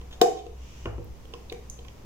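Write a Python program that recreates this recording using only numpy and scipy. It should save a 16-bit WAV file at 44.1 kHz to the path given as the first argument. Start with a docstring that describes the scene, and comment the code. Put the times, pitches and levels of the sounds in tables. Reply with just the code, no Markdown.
"""A light finger tap and two scuffs on plastic, close to the microphones, over low hum and faint hiss.
Then a palm knocks the bottle of thick sauce, held over a tub: a bright click and a hollow note.
It is shaken with a soft swish, and two dull jolts set the room's low resonances booming. Fingers tap
the wall, sauce ticks at the neck and one bubble pings. The small, hard kitchen rings on behind it all."""
import sys
import numpy as np
from scipy import signal
from scipy.fft import rfft, irfft
from scipy.io import wavfile
from scipy.ndimage import uniform_filter1d, minimum_filter1d

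SR = 44100
rng = np.random.default_rng(int(sys.argv[2]) if len(sys.argv) > 2 else 0)


def wav_record(signal):
    """Record a signal, one row per channel, as 16-bit PCM in the file named by sys.argv[1]."""
    frames = np.transpose(np.atleast_2d(signal))
    bounded = np.clip(frames, -1, 1)
    # unit amplitude maps onto the largest positive 16-bit level
    quanta = np.round(bounded * 32767).astype(np.int16)
    wavfile.write(sys.argv[1], SR, quanta)


N = 90404
PUSH_S = 0.00061  # rise time of a blow on the bottle


def amp(db):
    return 10 ** (np.asarray(db) / 20)


def since(s):
    """Seconds since a moment, zero before it."""
    return np.maximum(np.arange(N) / SR - s, 0)


def fade(t, t60):
    """A decay that falls 60 dB in t60 seconds."""
    return np.exp(-np.log(1000) * t / t60)


def rise(t, rise_s):
    return 1 - np.exp(-t / rise_s)


def pan(x, db):
    """Place a sound with the left channel db above the right."""
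    return x * amp(np.array([[db], [-db]]) / 2)


def late(x, s):
    """Delay a sound by s seconds."""
    return irfft(rfft(x) * np.exp(-2j * np.pi * np.fft.rfftfreq(N, 1 / SR) * s), N)


def tint(x, hz, db):
    """Colour a sound with a gain curve over frequency."""
    f = np.maximum(np.fft.rfftfreq(N, 1 / SR), 1)
    return irfft(rfft(x) * amp(np.interp(np.log(f), np.log(hz), db)), N)


def noise(colour):
    """Noise of rms 1, coloured by rows of frequency in Hz and relative level in dB."""
    x = tint(rng.standard_normal(N), *np.array(colour, float).T[:2])
    return x / x.std()


def crack(s, hz, width, t60):
    """A short burst of noise in one steep resonance, starting near level 1."""
    t, f = since(s), np.maximum(np.fft.rfftfreq(N, 1 / SR), 1)
    envelope = (t > 0) * fade(t, t60)
    detuning = (f / hz - hz / f) / (2 * width)
    x = irfft(rfft(rng.standard_normal(N) * envelope) / (1 + 1j * detuning) ** 2, N)
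    return x * np.linalg.norm(envelope) / np.linalg.norm(x)


def ring(s, modes, push_s, spread=1):
    """Damped modes that build up while the push lasts; spread scales their pan."""
    t = since(s)
    tones = sum(pan(amp(db) * np.sin(2 * np.pi * hz * t) * fade(t, t60), side * spread)
                for hz, db, t60, side in modes)
    return rise(t, push_s) * tones


def room_tone():
    """The kitchen's own air, wider in the treble, with a faint rumble and a low hum that wavers."""
    # Each row, in both: frequency in Hz, relative level in dB.
    air_colour = [(53, -22.5), (90, -2), (117, -6), (188, -10), (255, -13.5), (544, -18), (620, -21.5),
                  (1040, -23), (1510, -31.5), (2830, -32), (3910, -36.5), (6160, -34.5), (8910, -45),
                  (15000, -42.5), (16000, -49)]
    rumble_colour = [(10, 7), (25, 3.5), (45, 2), (90, -21.5), (200, -51), (1000, -90)]
    # Each row: time in seconds, relative level of the hum in dB.
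    hum_levels = [(0.0, -41), (0.28, -48), (0.63, -37.5), (0.73, -52.5), (0.76, -47), (0.97, -26.5),
                  (1.02, -43), (1.12, -34), (1.16, -57), (1.27, -46.5), (1.34, -48), (1.85, -44),
                  (1.88, -46.5), (2.05, -64)]
    side = signal.sosfilt(signal.butter(1, 463, "high", fs=SR, output="sos"), noise(air_colour))
    air = noise(air_colour) + side * np.array([[1], [-1]])
    t, hum_hz = since(0), 62.5
    hum_db = 2.5 + np.interp(t, *np.array(hum_levels).T)
    hum = amp(hum_db) * np.sin(2 * np.pi * hum_hz * t)
    return amp(-50.5) * air + amp(-48) * noise(rumble_colour) + hum


def finger_taps():
    """Light touches at close range: a small click, a clack of the wall, a little of the bottle's note."""
    # Each row: start in seconds, gains of note, clack and click in dB, click pitch in Hz,
    # click width as a share of its pitch, pan of click and clack in dB.
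    taps = [(.013, -46, -53, -48.5, 2640, 0.47, -10), (.465, -33, -68, -46.5, 2760, 0.26, -10),
            (1.254, -49, -69, -50, 2880, 0.43, -10), (1.337, -37, -41, -35.5, 2910, 0.13, -9),
            (1.4978, -63, -69, -34.5, 3800, .09, -9.5), (1.5, -56, -63, -40.5, 2720, 0.092, -5),
            (1.52, -29.5, -52.5, -46.5, 2040, 0.7, -3), (1.5243, -62, -55, -34, 2800, 0.31, -6),
            (1.789, -43, -70, -43.5, 3300, 0.19, -3), (1.848, -56, -53.5, -47, 2730, 0.22, -8),
            (1.883, -75, -67, -42.5, 2790, 0.18, -9)]
    out = 0
    for s, note_db, clack_db, click_db, hz, width, side in taps:
        click = amp(click_db) * crack(s, hz, width, t60=0.02)
        clack = amp(clack_db) * crack(s, hz=1040, width=0.097, t60=0.052)
        note = amp(note_db) * bottle_note(s, tilt_db_per_octave=-4, spread=0.4)  # a soft touch is duller
        out = out + pan(click + clack, side) + note
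    return out


def bottle_note(s, tilt_db_per_octave=0, spread=1):
    """The hollow note of the bottle, too small to radiate deep bass."""
    # Each row: frequency in Hz, relative level in dB, t60 in seconds, pan in dB.
    bottle_modes = [(210, -16, 0.019, 4), (380, -4.5, 0.065, -3), (447.8, 2.5, 0.045, 5),
                    (719, -5.5, 0.039, 29.5), (1050, -18, 0.064, -8), (1170, -43, 0.026, 8)]
    # How well the note carries into the air. Each row: frequency in Hz, gain in dB.
    radiation = [(40, -35), (110, -19), (190, -1.5), (330, -1), (450, 0.5), (740, 0), (900, -10.5),
                 (1080, 3.5), (1250, 3), (1500, -7.5), (4000, -25)]
    main_hz = bottle_modes[2][0]
    tilted = [(hz, db + tilt_db_per_octave * np.log2(hz / main_hz), t60, side)
              for hz, db, t60, side in bottle_modes]
    return tint(ring(s, tilted, PUSH_S, spread), *np.array(radiation, float).T)


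def grip_scuffs():
    """Skin rubs briefly on the plastic as the grip shifts, dead centre."""
    # Each row: start in seconds, gain in dB.
    rubs = [(.108, -41), (0.125, -37), (0.367, -37), (.386, -39)]
    # Each row: frequency in Hz, relative level in dB.
    rub_colour = [(300, 5), (1200, -7.5), (2400, -6), (3600, 6.5), (4600, -13), (6600, -7), (8500, -25.5),
                  (16000, -24)]
    envelope = sum(amp(db) * rise(since(s), 0.0046) * fade(since(s), t60=0.073) for s, db in rubs)
    return noise(rub_colour) * envelope


def palm_knock():
    """The palm lands: a bright contact click rings the wall, then the bottle's hollow note follows."""
    # Each row: frequency in Hz, relative level in dB, pan in dB.
    click_colour = [(150, -24, 3), (885, -9, 13), (1180, -13, -12), (1470, -10, 13), (2180, -4.5, 6),
                    (3630, -0.5, -13), (4530, -5, -12), (5300, -6, 0), (7070, -4.5, -7), (8600, -17.5, 12),
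                    (11100, -15.5, -13.5), (13700, -12, -4), (15000, -7.5, -12), (16000, -41, -3)]
    # Stiff modes of the plastic. Each row: frequency in Hz, level in dB, t60 in seconds, pan in dB.
    wall_modes = [(3100, -25, 0.014, -21), (3380, -18, 0.013, 1), (3790, -22, 0.0084, -35.5),
                  (5200, -25, 0.014, -32)]
    contact_s, hold_s, note_s = 0.2145, 0.0031, 0.2166
    envelope = (since(contact_s) > 0) * fade(since(contact_s + hold_s), t60=0.04)
    click = amp(-16.5) * noise(click_colour) * envelope
    hz, _, side = np.array(click_colour, float).T
    click = np.array([tint(click, hz, side / 2), tint(click, hz, -side / 2)])
    return click + ring(contact_s, wall_modes, push_s=0.00018) + amp(-2.5) * bottle_note(note_s)


def sauce_ticks():
    """Sauce spits at the neck in tiny wet ticks, scattered left and right."""
    # Each row: start in seconds, level in dB, centre frequency in Hz, pan in dB.
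    ticks = [(0.465, -53, 6400, -7), (1.045, -48.5, 14300, -14), (1.339, -42, 5300, -5),
             (1.524, -43, 6340, 8.5), (1.525, -45, 13400, 6), (1.699, -37.5, 6270, 3),
             (1.7006, -47.5, 11200, -14), (1.794, -57, 6300, -3), (1.883, -52.5, 6040, -8)]
    return sum(pan(amp(db) * crack(s, hz, width=0.19, t60=0.013), side) for s, db, hz, side in ticks)


def swing_swish():
    """Faint, wide friction hiss while the bottle is lifted and swung down."""
    # Each row: frequency in Hz, relative level in dB.
    swish_colour = [(500, -7), (1800, -2.5), (2900, 6), (4200, -6.5), (6000, 2), (7200, -2), (8500, -17),
                    (16000, -24)]
    t, start_s, end_s, fade_s = since(0), 0.54, 0.944, 0.1
    swell = np.clip(np.minimum(t - start_s, end_s - t) / fade_s, 0, 1)
    return amp(-55.5) * swell * np.array([noise(swish_colour), noise(swish_colour)])


def shake_jolts():
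    """Each shake stops with a slap and a dull thud, and the room's low resonances boom and ring on."""
    # Each row: start in seconds, gains of the thud with its room ring, the boom and the slap in dB.
    jolts = [(.856, -26, -27.5, -23.5), (0.9817, -31, -38.5, -41)]
    # Three short modes of the thud, then two longer ones of the room; the boom is the room's deep pair.
    # Each row, in both: frequency in Hz, relative level in dB, t60 in seconds, pan in dB.
    thud_and_room_modes = [(154, 9.5, 0.029, 3), (264.6, 7, 0.041, 0), (340, 10, 0.033, 2),
                           (497.3, -4, 0.19, -4), (546, -9.5, 0.14, -7)]
    room_boom_modes = [(63.38, 5.5, 0.6, 0), (104.8, -1, 0.42, 0.006)]
    # The slap and its duller tail. Each row, in both: frequency in Hz, relative level in dB.
    slap_colour = [(200, -25), (750, 0), (1100, 12.5), (1800, -5), (2750, 6.5), (3800, -15), (5800, -16.5),
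                   (8000, -30), (16000, -45)]
    tail_colour = [(150, -20), (400, 11.5), (800, 5), (1200, 5), (2000, -12), (3000, -24), (5000, -30),
                   (16000, -46)]
    out = 0
    for s, thud_db, boom_db, slap_db in jolts:
        t = since(s)
        slap = noise(slap_colour) * fade(t, t60=0.021)
        tail = amp(-14) * noise(tail_colour) * fade(t, t60=0.32)
        thud_and_ring = amp(thud_db) * ring(s, thud_and_room_modes, push_s=0.0044)
        room_boom = amp(boom_db) * ring(s, room_boom_modes, push_s=0.011)
        out = out + amp(slap_db) * (slap + tail) * rise(t, PUSH_S) + thud_and_ring + room_boom
    return out


def bubble_ping():
    """One small bubble bursts with a high ping, off to the right."""
    # Each row: frequency in Hz, relative level in dB, t60 in seconds, pan in dB.
    bubble_modes = [(6270, -3, 0.024, -14), (6400, -2, 0.019, -21), (6920, -3, 0.021, -2)]
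    return amp(-34.5) * ring(1.699, bubble_modes, push_s=0.00022)


def wall_echo(x):
    """A dull reflection from the nearest wall, on the right."""
    dull = signal.sosfilt(signal.butter(2, 874, fs=SR, output="sos"), x.mean(0))
    return pan(amp(-11.5) * late(dull, s=0.0205), db=-11)


def kitchen_reverb(x):
    """Hard surfaces all round: a few standing waves and a diffuse tail with its own decay in each band."""
    # Each row: frequency in Hz, gain in dB, t60 in seconds.
    tail_bands = [(60, -10, 1), (202, -5.5, 0.35), (464, -5.5, 0.49), (567, -7, 0.54), (800, 2, 0.42),
                  (940, -5, 0.39), (1120, -11, 0.52), (1460, -2.5, 0.3), (2260, -3, 0.42),
                  (3300, -13.5, 0.6), (6700, -1.5, 0.38), (9900, -2.5, 0.33), (16000, -26, .24)]
    # Each row: frequency in Hz, gain in dB, t60 in seconds, pan in dB.
    standing_waves = [(161, -60.5, 0.68, 10), (336, -70.5, 0.5, -32), (422, -58, 0.52, -8.5),
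                      (481.2, -49.5, 0.26, 15), (763, -56.5, 0.38, -21.5)]
    hz, db, t60 = np.array(tail_bands, float).T
    t, f = since(0.0023), np.maximum(np.fft.rfftfreq(N, 1 / SR), 1)
    white = rfft(rng.standard_normal((2, N)))
    response = ring(0, standing_waves, push_s=0.015)
    for k, band in enumerate(np.eye(len(hz))):
        band_noise = irfft(white * np.interp(np.log(f), np.log(hz), band), N)
        envelope = rise(t, 0.0031) * fade(t, t60[k])
        response = response + band_noise * amp(db[k]) * envelope / np.linalg.norm(envelope)
    return signal.fftconvolve(x.mean(0)[None], response, axes=1)[:, :N]


def scene():
    """The bottle close to a stereo pair of microphones, with the kitchen behind it."""
    near = palm_knock() + shake_jolts() + finger_taps() + sauce_ticks() + bubble_ping() + grip_scuffs()
    direct = np.array([late(near[0], s=0.00012), near[1]])  # reaches the right microphone first
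    return direct + wall_echo(near) + kitchen_reverb(near) + room_tone() + swing_swish()


def record(dry):
    """Gain control eases the loud moments down, a limiter holds the peaks and the top is cut at 16 kHz."""
    threshold_db, ratio, averaging_s, limiter_s = -44.5, 1.223, 0.055, 0.008
    memory = np.exp(-1 / (averaging_s * SR))
    loudness = np.sqrt(signal.lfilter([1 - memory], [1, -memory], (dry ** 2).mean(0)))
    ducked = dry * np.maximum(loudness / amp(threshold_db), 1) ** (1 / ratio - 1)
    window = int(limiter_s * SR)
    safe_gain = 1 / np.maximum(abs(ducked).max(0), 1)
    limiter_gain = uniform_filter1d(minimum_filter1d(safe_gain, window), window)
    return signal.sosfilt(signal.ellip(8, .2, 70, 16000, fs=SR, output="sos"), ducked * limiter_gain)


dry = scene()
out = record(dry)
wav_record(out)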